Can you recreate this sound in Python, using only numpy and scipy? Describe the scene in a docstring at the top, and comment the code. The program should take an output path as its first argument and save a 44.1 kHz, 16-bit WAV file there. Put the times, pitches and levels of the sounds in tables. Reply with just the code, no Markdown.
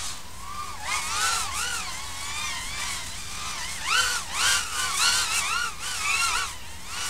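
"""Racing quadcopter, heard from on board

Four three-blade propellers whine at their own speeds, surging and sagging: harmonics of each blade rate.
Their blades tear the air into a hiss: shaped noise pulsing once per blade.
Under them lie a rumble with short buffets, a hum, a thin whistle and a faint hiss, from noise and sines."""
import sys
import numpy as np
from scipy.fft import rfft, irfft, next_fast_len
from scipy.io import wavfile
from scipy.ndimage import map_coordinates

SR = 44100
rng = np.random.default_rng(int(sys.argv[2]) if len(sys.argv) > 2 else 0)


def wav_record(signal):
    """Record a signal, one row per channel, as 16-bit PCM in the file named by sys.argv[1]."""
    frames = np.transpose(np.atleast_2d(signal))
    bounded = np.clip(frames, -1, 1)
    # unit amplitude maps onto the largest positive 16-bit level
    quanta = np.round(bounded * 32767).astype(np.int16)
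    wavfile.write(sys.argv[1], SR, quanta)


N = 312669


def amp(db):
    """Decibels to gain."""
    return 10 ** (np.asarray(db) / 20)


def unit(x):
    """Scale to rms 1."""
    return x / np.sqrt(np.mean(x ** 2) + 1e-20)


def wobble(knots_per_s):
    """Smooth random curve of rms 1."""
    coarse = np.arange(0, N + 16, 16)
    knots = rng.standard_normal(int(N * knots_per_s / SR) + 4)
    curve = map_coordinates(knots, [coarse * knots_per_s / SR])
    return unit(np.interp(np.arange(N), coarse, curve))


def filtered(x, response):
    """Multiply the spectrum of x by a response of frequency in Hz."""
    size = next_fast_len(N + SR // 2)
    spectrum = rfft(x, size) * response(np.fft.rfftfreq(size, 1 / SR))
    return irfft(spectrum, size)[..., :N]


def coloured(x, spectrum):
    """Shape x by (Hz, dB) points on a log frequency axis, at rms 1."""
    point_hz, point_db = np.transpose(spectrum)
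    return unit(filtered(x, lambda hz: amp(np.interp(np.log(hz + 1), np.log(point_hz), point_db))))


def tone(angle):
    """Sine of rms 1 with a random starting phase."""
    return np.sqrt(2) * np.sin(angle + rng.uniform(0, 2 * np.pi))


def glide(times, values, t):
    """Ease from each value to the next along half a cosine."""
    count = np.arange(len(times))
    whole, part = np.divmod(np.interp(t, times, count), 1)
    return np.interp(whole + .5 - .5 * np.cos(np.pi * part), count, values)


def flight():
    """Throttle punches: motors dip, spin up to a crest, sag; gives blade rates, acceleration and levels."""
    # start_s, rise_s, stagger_s (propellers 1 and 4 lead, 2 and 3 lag), speed_lost_in_dip (0-1),
    # torn_air_lost_in_dip_db, crest blade rates: prop_1_hz, prop_2_hz, prop_3_hz, prop_4_hz,
    # relative crest levels: fundamental_db, octave_db, third_harmonic_db, torn_air_db
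    punches = [(-0.212, 0.19, 0.066, 0.24, 7.0, 1147, 1240, 1150, 1000, -42.5, -55, -45, -32),
               (0.306, 0.35, 0.057, 0.16, 11.5, 1190, 1210, 1100, 1198, -35, -47.5, -56, -41.5),
               (0.812, 0.141, -0.022, 0.28, 8, 1110, 1045, 1240, 871, -32, -33, -41.5, -29.5),
               (1.034, 0.26, -0.053, 0.06, 6.0, 1346, 805, 1510, 1378, -28, -39.0, -35.5, -26),
               (1.503, 0.17, -0.023, 0.26, 6.2, 1445, 1485, 800, 1514, -33.5, -37, -43.3, -31.4),
               (1.913, 0.18, 0.014, 0.17, 0.5, 1116, 872, 960, 998, -45, -46, -49.4, -38.3),
               (2.151, 0.34, 0.089, 0.03, -0.3, 1225, 930, 1060, 1200, -38.6, -36, -39, -34.5),
               (2.677, 0.17, 0.052, 0.17, 5.5, 1173, 974, 1050, 1035, -42, -37.5, -41.5, -31.5),
               (3.116, 0.088, -0.0068, 0.17, 1.1, 1211, 1120, 1210, 1197, -53.7, -49.5, -51.5, -37.5),
               (3.304, 0.2, -0.018, 0.03, 0, 1206, 1020, 1297, 1095, -38.5, -41.9, -43.5, -34),
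               (3.6, 0.12, -0.0094, 0.14, -0.5, 1090, 1020, 880, 1099, -52, -41, -46, -34.5),
               (3.81, 0.2, 0.0021, 0.27, 3.5, 1528, 1370, 1520, 1400, -22.5, -28.5, -33, -27.0),
               (4.075, 0.033, 0.018, 0.02, 0, 1522, 1455, 1480, 1154, -30.5, -40.0, -35.5, -27.5),
               (4.285, 0.21, -0.0093, 0.4, 13.8, 1580, 1460, 1140, 1397, -26.5, -28.5, -35.0, -22),
               (4.68, 0.16, 0.0075, 0.01, 10.5, 1168, 1040, 1470, 1519, -29.5, -36, -41, -29),
               (4.962, 0.114, -0.005, 0.11, 5.5, 1398, 1475, 1100, 965, -26.8, -29, -26, -23),
               (5.107, 0.1, -0.005, 0.0, 2, 1400, 1540, 1235, 1009, -30.6, -36.5, -31.5, -26.5),
               (5.274, 0.11, 0.01, 0.1, 3.5, 1404, 1324, 768, 1158, -34.5, -29.5, -37, -28),
               (5.424, 0.193, 0.014, 0.19, 3, 1428, 1452, 1178, 1382, -28.5, -37.5, -41.5, -33.9),
               (5.775, 0.11, -0.008, 0.2, 12, 1530, 1200, 1480, 1160, -38.5, -38.5, -49, -30.5),
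               (6.017, 0.23, -0.0065, 0.12, 1.0, 1080, 1370, 1374, 1390, -30.5, -31.5, -34.2, -29),
               (6.341, 0.044, -0.015, 0.16, 1, 1155, 1380, 1448, 1523, -29.5, -34.2, -38, -30),
               (6.566, 0.053, 0.074, 0.1, 0.5, 990, 858, 1000, 932, -51.5, -53.5, -49.5, -46.8),
               (6.852, 0.172, 0.032, 0.16, 7.5, 1460, 1170, 1370, 1137, -37.6, -39.5, -48, -31)]
    arch = 1.35  # over 1: broad crests, narrow dips
    whine_dip, slap_dip = 1.13, .94  # dB lost per dB that the torn air loses
    whine_push_db, slap_push_db, air_push_db = 2.5, 3.5, 0.1  # gain at full acceleration
    full_push_per_s = 3.05  # relative speed rise, scale of the soft limit

    t = np.arange(0, N, 64) / SR
    columns = np.transpose(punches)
    start, rise, stagger, dip, dip_db, *crest_hz, whine_db, octave_db, third_db, air_db = columns
    crests = start + rise
    turns = np.column_stack([start, crests]).ravel()
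    crest = lambda column: glide(crests, column, t)

    def sag(depth, when):
        """Zero on the crests, depth at the start of each punch."""
        shape = glide(turns, np.tile([1, 0], len(start)), when) ** arch
        return shape * np.append(depth, 0)[np.searchsorted(crests, when)]

    # to bank the craft, one pair of motors acts before the other
    lead_s = crest(stagger)
    speeds = np.array([crest(hz) * (1 - sag(dip, t + side * lead_s))
                       for hz, side in zip(crest_hz, (1, -1, -1, 1))])
    rise_per_s = np.gradient(np.log(speeds), t, axis=1)
    spin_up = np.tanh(rise_per_s / full_push_per_s)
    push, lull_db = spin_up.mean(axis=0), sag(dip_db, t)
    slap_db = slap_push_db * push - slap_dip * lull_db
    levels = [crest(whine_db) + whine_push_db * push - whine_dip * lull_db,
              crest(octave_db) + slap_db,
              crest(third_db) + slap_db,
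              crest(air_db) + air_push_db * push - lull_db]
    full_rate = lambda rows: np.array([np.interp(np.arange(N) / SR, t, row) for row in rows])
    return full_rate(speeds), full_rate(spin_up), full_rate(levels)


def blade_harmonics(blade, levels, share, slap_share, flutter_db):
    """Thrust gives the blade-rate fundamental; blade slap gives its octave and third harmonic."""
    thrust_db, octave_db, third_db, _ = levels
    sound = share * amp(thrust_db - 0.56 + flutter_db * wobble(50)) * tone(blade)
    for multiple, db in enumerate((octave_db + flare(), third_db), 2):
        sound += slap_share * amp(db - 0.76 + 3.14 * wobble(150)) * tone(multiple * blade)
    return sound


def rasp(blade, levels, share, smear_rad, flutter_db):
    """Blades cutting through turbulence make high overtones; more turbulence blurs them more."""
    # blade_rate_multiple, relative_level_db
    overtone_points = [(4, -13), (6, -16), (9, -24)]
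    third_share, gain_db = .25, 2.5  # how far the level follows the third harmonic, not the torn air
    *_, third_db, air_db = levels
    rasp_db = air_db + third_share * (third_db - air_db) + gain_db
    blur_rad = smear_rad * amp(.5 * (air_db + 39.5))
    sound = np.zeros(N)
    for multiple in range(4, 10):
        db = np.interp(multiple, *np.transpose(overtone_points))
        angle = multiple * (blade + blur_rad * wobble(420))
        sound += share * amp(rasp_db + db + flutter_db * wobble(25)) * tone(angle)
    return sound


def shaft_tones(blade, blade_hz, levels, share, flutter_db):
    """Imbalance shakes the frame once per turn; unequal blades sound at multiples of the shaft rate."""
    # shaft_rate_multiple, relative_level_db
    uneven_blades = [(2, -17.5), (4, -17), (5, -21.5), (8, -20)]
    shake_db, shake_per_thrust = -32.5, 0.61  # dB, and dB per dB of the fundamental
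    air_share, uneven_db = .65, -.5  # how far unequal-blade tones follow the torn air, not the thrust
    thrust_db, *_, air_db = levels
    shaft = blade / 3  # three blades
    # the shake grows with speed and thrust
    shake = amp(shake_db + shake_per_thrust * thrust_db) * (blade_hz / 1500) ** 1.6
    sound = share * shake * tone(shaft)
    unevenness = share * amp(thrust_db + air_share * (air_db - thrust_db) + uneven_db)
    for multiple, db in uneven_blades:
        sound += unevenness * amp(db + flutter_db * wobble(37)) * tone(multiple * shaft)
    return sound


def propeller(blade_hz, levels, share, slap_share):
    """One propeller: its tones, and its turbulence pulsing once per blade."""
    drift, jitter = 0.002976, 0.003034  # rms fraction of speed
    flutter_db, chop = 2.5, 0.89  # chop: pulse depth 0-1
    # the flight controller keeps trimming the speed, slowly and in a fast tremble
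    speed_hz = blade_hz * (1 + drift * wobble(30) + jitter * wobble(260))
    blade = 2 * np.pi * np.cumsum(speed_hz) / SR
    tones = blade_harmonics(blade, levels, share, slap_share, flutter_db)
    tones += rasp(blade, levels, share, smear_rad=0.12, flutter_db=4.5)
    tones += shaft_tones(blade, blade_hz, levels, share, flutter_db)
    air = share * rng.standard_normal(N) * (1 + chop * np.cos(blade))
    return tones, air


def torn_air(turbulence):
    """Turbulence at the blades: shaped noise whose finest eddies come and go as the craft crosses its wake."""
    # frequency_hz, relative_density_db
    air_spectrum = [(200, -7), (550, -11), (850, 4), (1750, 3), (2800, 3.5), (6000, 4), (8500, 5),
                    (10000, -1), (15700, -22)]
    roar = coloured(turbulence, air_spectrum)
    fizz = filtered(roar, lambda hz: 1 - 1 / (1 + (hz / 6500) ** 6))
    return roar + fizz * (amp(2.6 * wobble(16)) - 1)


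def quadcopter():
    """Four propellers share the load: the faster are louder, the accelerating slap more."""
    overtone_top_hz = 8300  # the whine rolls off from here
    speeds, spin_up, levels = flight()
    air_db = levels[-1]
    relative_speed = speeds / speeds.max(axis=0)
    split = lambda weights: weights / np.linalg.norm(weights, axis=0)
    shares = split(amp([[1], [-.5], [-2], [-2.5]]) * relative_speed ** 1.82)
    slap_gain_db = [[1.5], [-.5], [-2.5], [-3]] + 6.5 * spin_up
    slap_shares = split(amp(slap_gain_db) * relative_speed ** 3.17)
    whine, turbulence = np.zeros(N), np.zeros(N)
    for blade_hz, share, slap_share in zip(speeds, shares, slap_shares):
        tones, air = propeller(blade_hz, levels, share, slap_share)
        whine += tones
        turbulence += air
    whine = filtered(whine, lambda hz: 1 / np.hypot(1, (hz / overtone_top_hz) ** 3))
    return whine + amp(air_db - 2.3 + 1.0 * wobble(130)) * torn_air(turbulence)


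def wind():
    """Low-passed noise: a rumble with one long swell, and a few short, deep buffets."""
    # frequency_hz, relative_density_db
    rumble_spectrum = [(20, -3.5), (70, 0.5), (145, -10.5), (300, -22), (700, -36)]
    # centre_s, peak_level_db
    buffet_times = [(.1, -36), (1.421, -31), (2.65, -36), (6.36, -32), (6.489, -33.5)]
    swell_s, swell_width_s, swell_db = 3.1, 1.0, 4  # middle, half-width, gain
    t = np.arange(N) / SR
    gusts = sum(amp(db) * np.exp(-((t - s) / 0.033) ** 2) for s, db in buffet_times)
    buffets = gusts * unit(filtered(rng.standard_normal(N), lambda hz: np.exp(-(hz / 28) ** 2)))
    rumble = coloured(rng.standard_normal(N), rumble_spectrum)
    rumble = unit(filtered(rumble, lambda hz: 1 / (1 + (hz / 900) ** 2)))
    rumble_db = -48.2 + swell_db * np.exp(-((t - swell_s) / swell_width_s) ** 2)
    return buffets + amp(rumble_db) * rumble


def electronics():
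    """Steady sines plus narrow noise bands make a wavering hum and a thin whistle, over a faint even hiss."""
    # frequency_hz, level_db_rms
    hum_bands = [(57, -62), (82, -52.5), (180, -58), (246, -64), (504, -69)]
    whistle_hz = 13953
    cycle = 2 * np.pi * np.arange(N) / SR  # phase of 1 Hz

    def band(hz, knots_per_s):
        """Narrow noise: a carrier with two random quadratures."""
        in_phase = wobble(knots_per_s) * np.cos(hz * cycle)
        return unit(in_phase + wobble(knots_per_s) * np.sin(hz * cycle))

    hum = sum(amp(db) * unit(tone(hz * cycle) + 0.5 * band(hz, 22)) for hz, db in hum_bands)
    whistle = amp(-71) * tone(whistle_hz * cycle) + amp(-66) * band(whistle_hz, 220)
    hiss = unit(filtered(rng.standard_normal(N), lambda hz: 1 / np.hypot(1, hz / 2500)))
    return hum + whistle + amp(-48.5) * hiss


def flare():
    """Decibels added to the octave: one abrupt jump that fades exponentially."""
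    start_s, jump_db, fade_s = 6.048, 11.5, 0.12
    age_s = np.arange(N) / SR - start_s
    return jump_db * (age_s > 0) * np.exp(-abs(age_s) / fade_s)


def scene():
    """One microphone feeds both channels."""
    return np.tile(quadcopter() + wind() + electronics(), (2, 1))


def record(dry):
    """The recorder keeps nothing above its band limit and sits slightly off zero."""
    top_hz, offset = 15750, -.0136
    return filtered(dry, lambda hz: hz < top_hz) + offset


dry = scene()
out = record(dry)
wav_record(out)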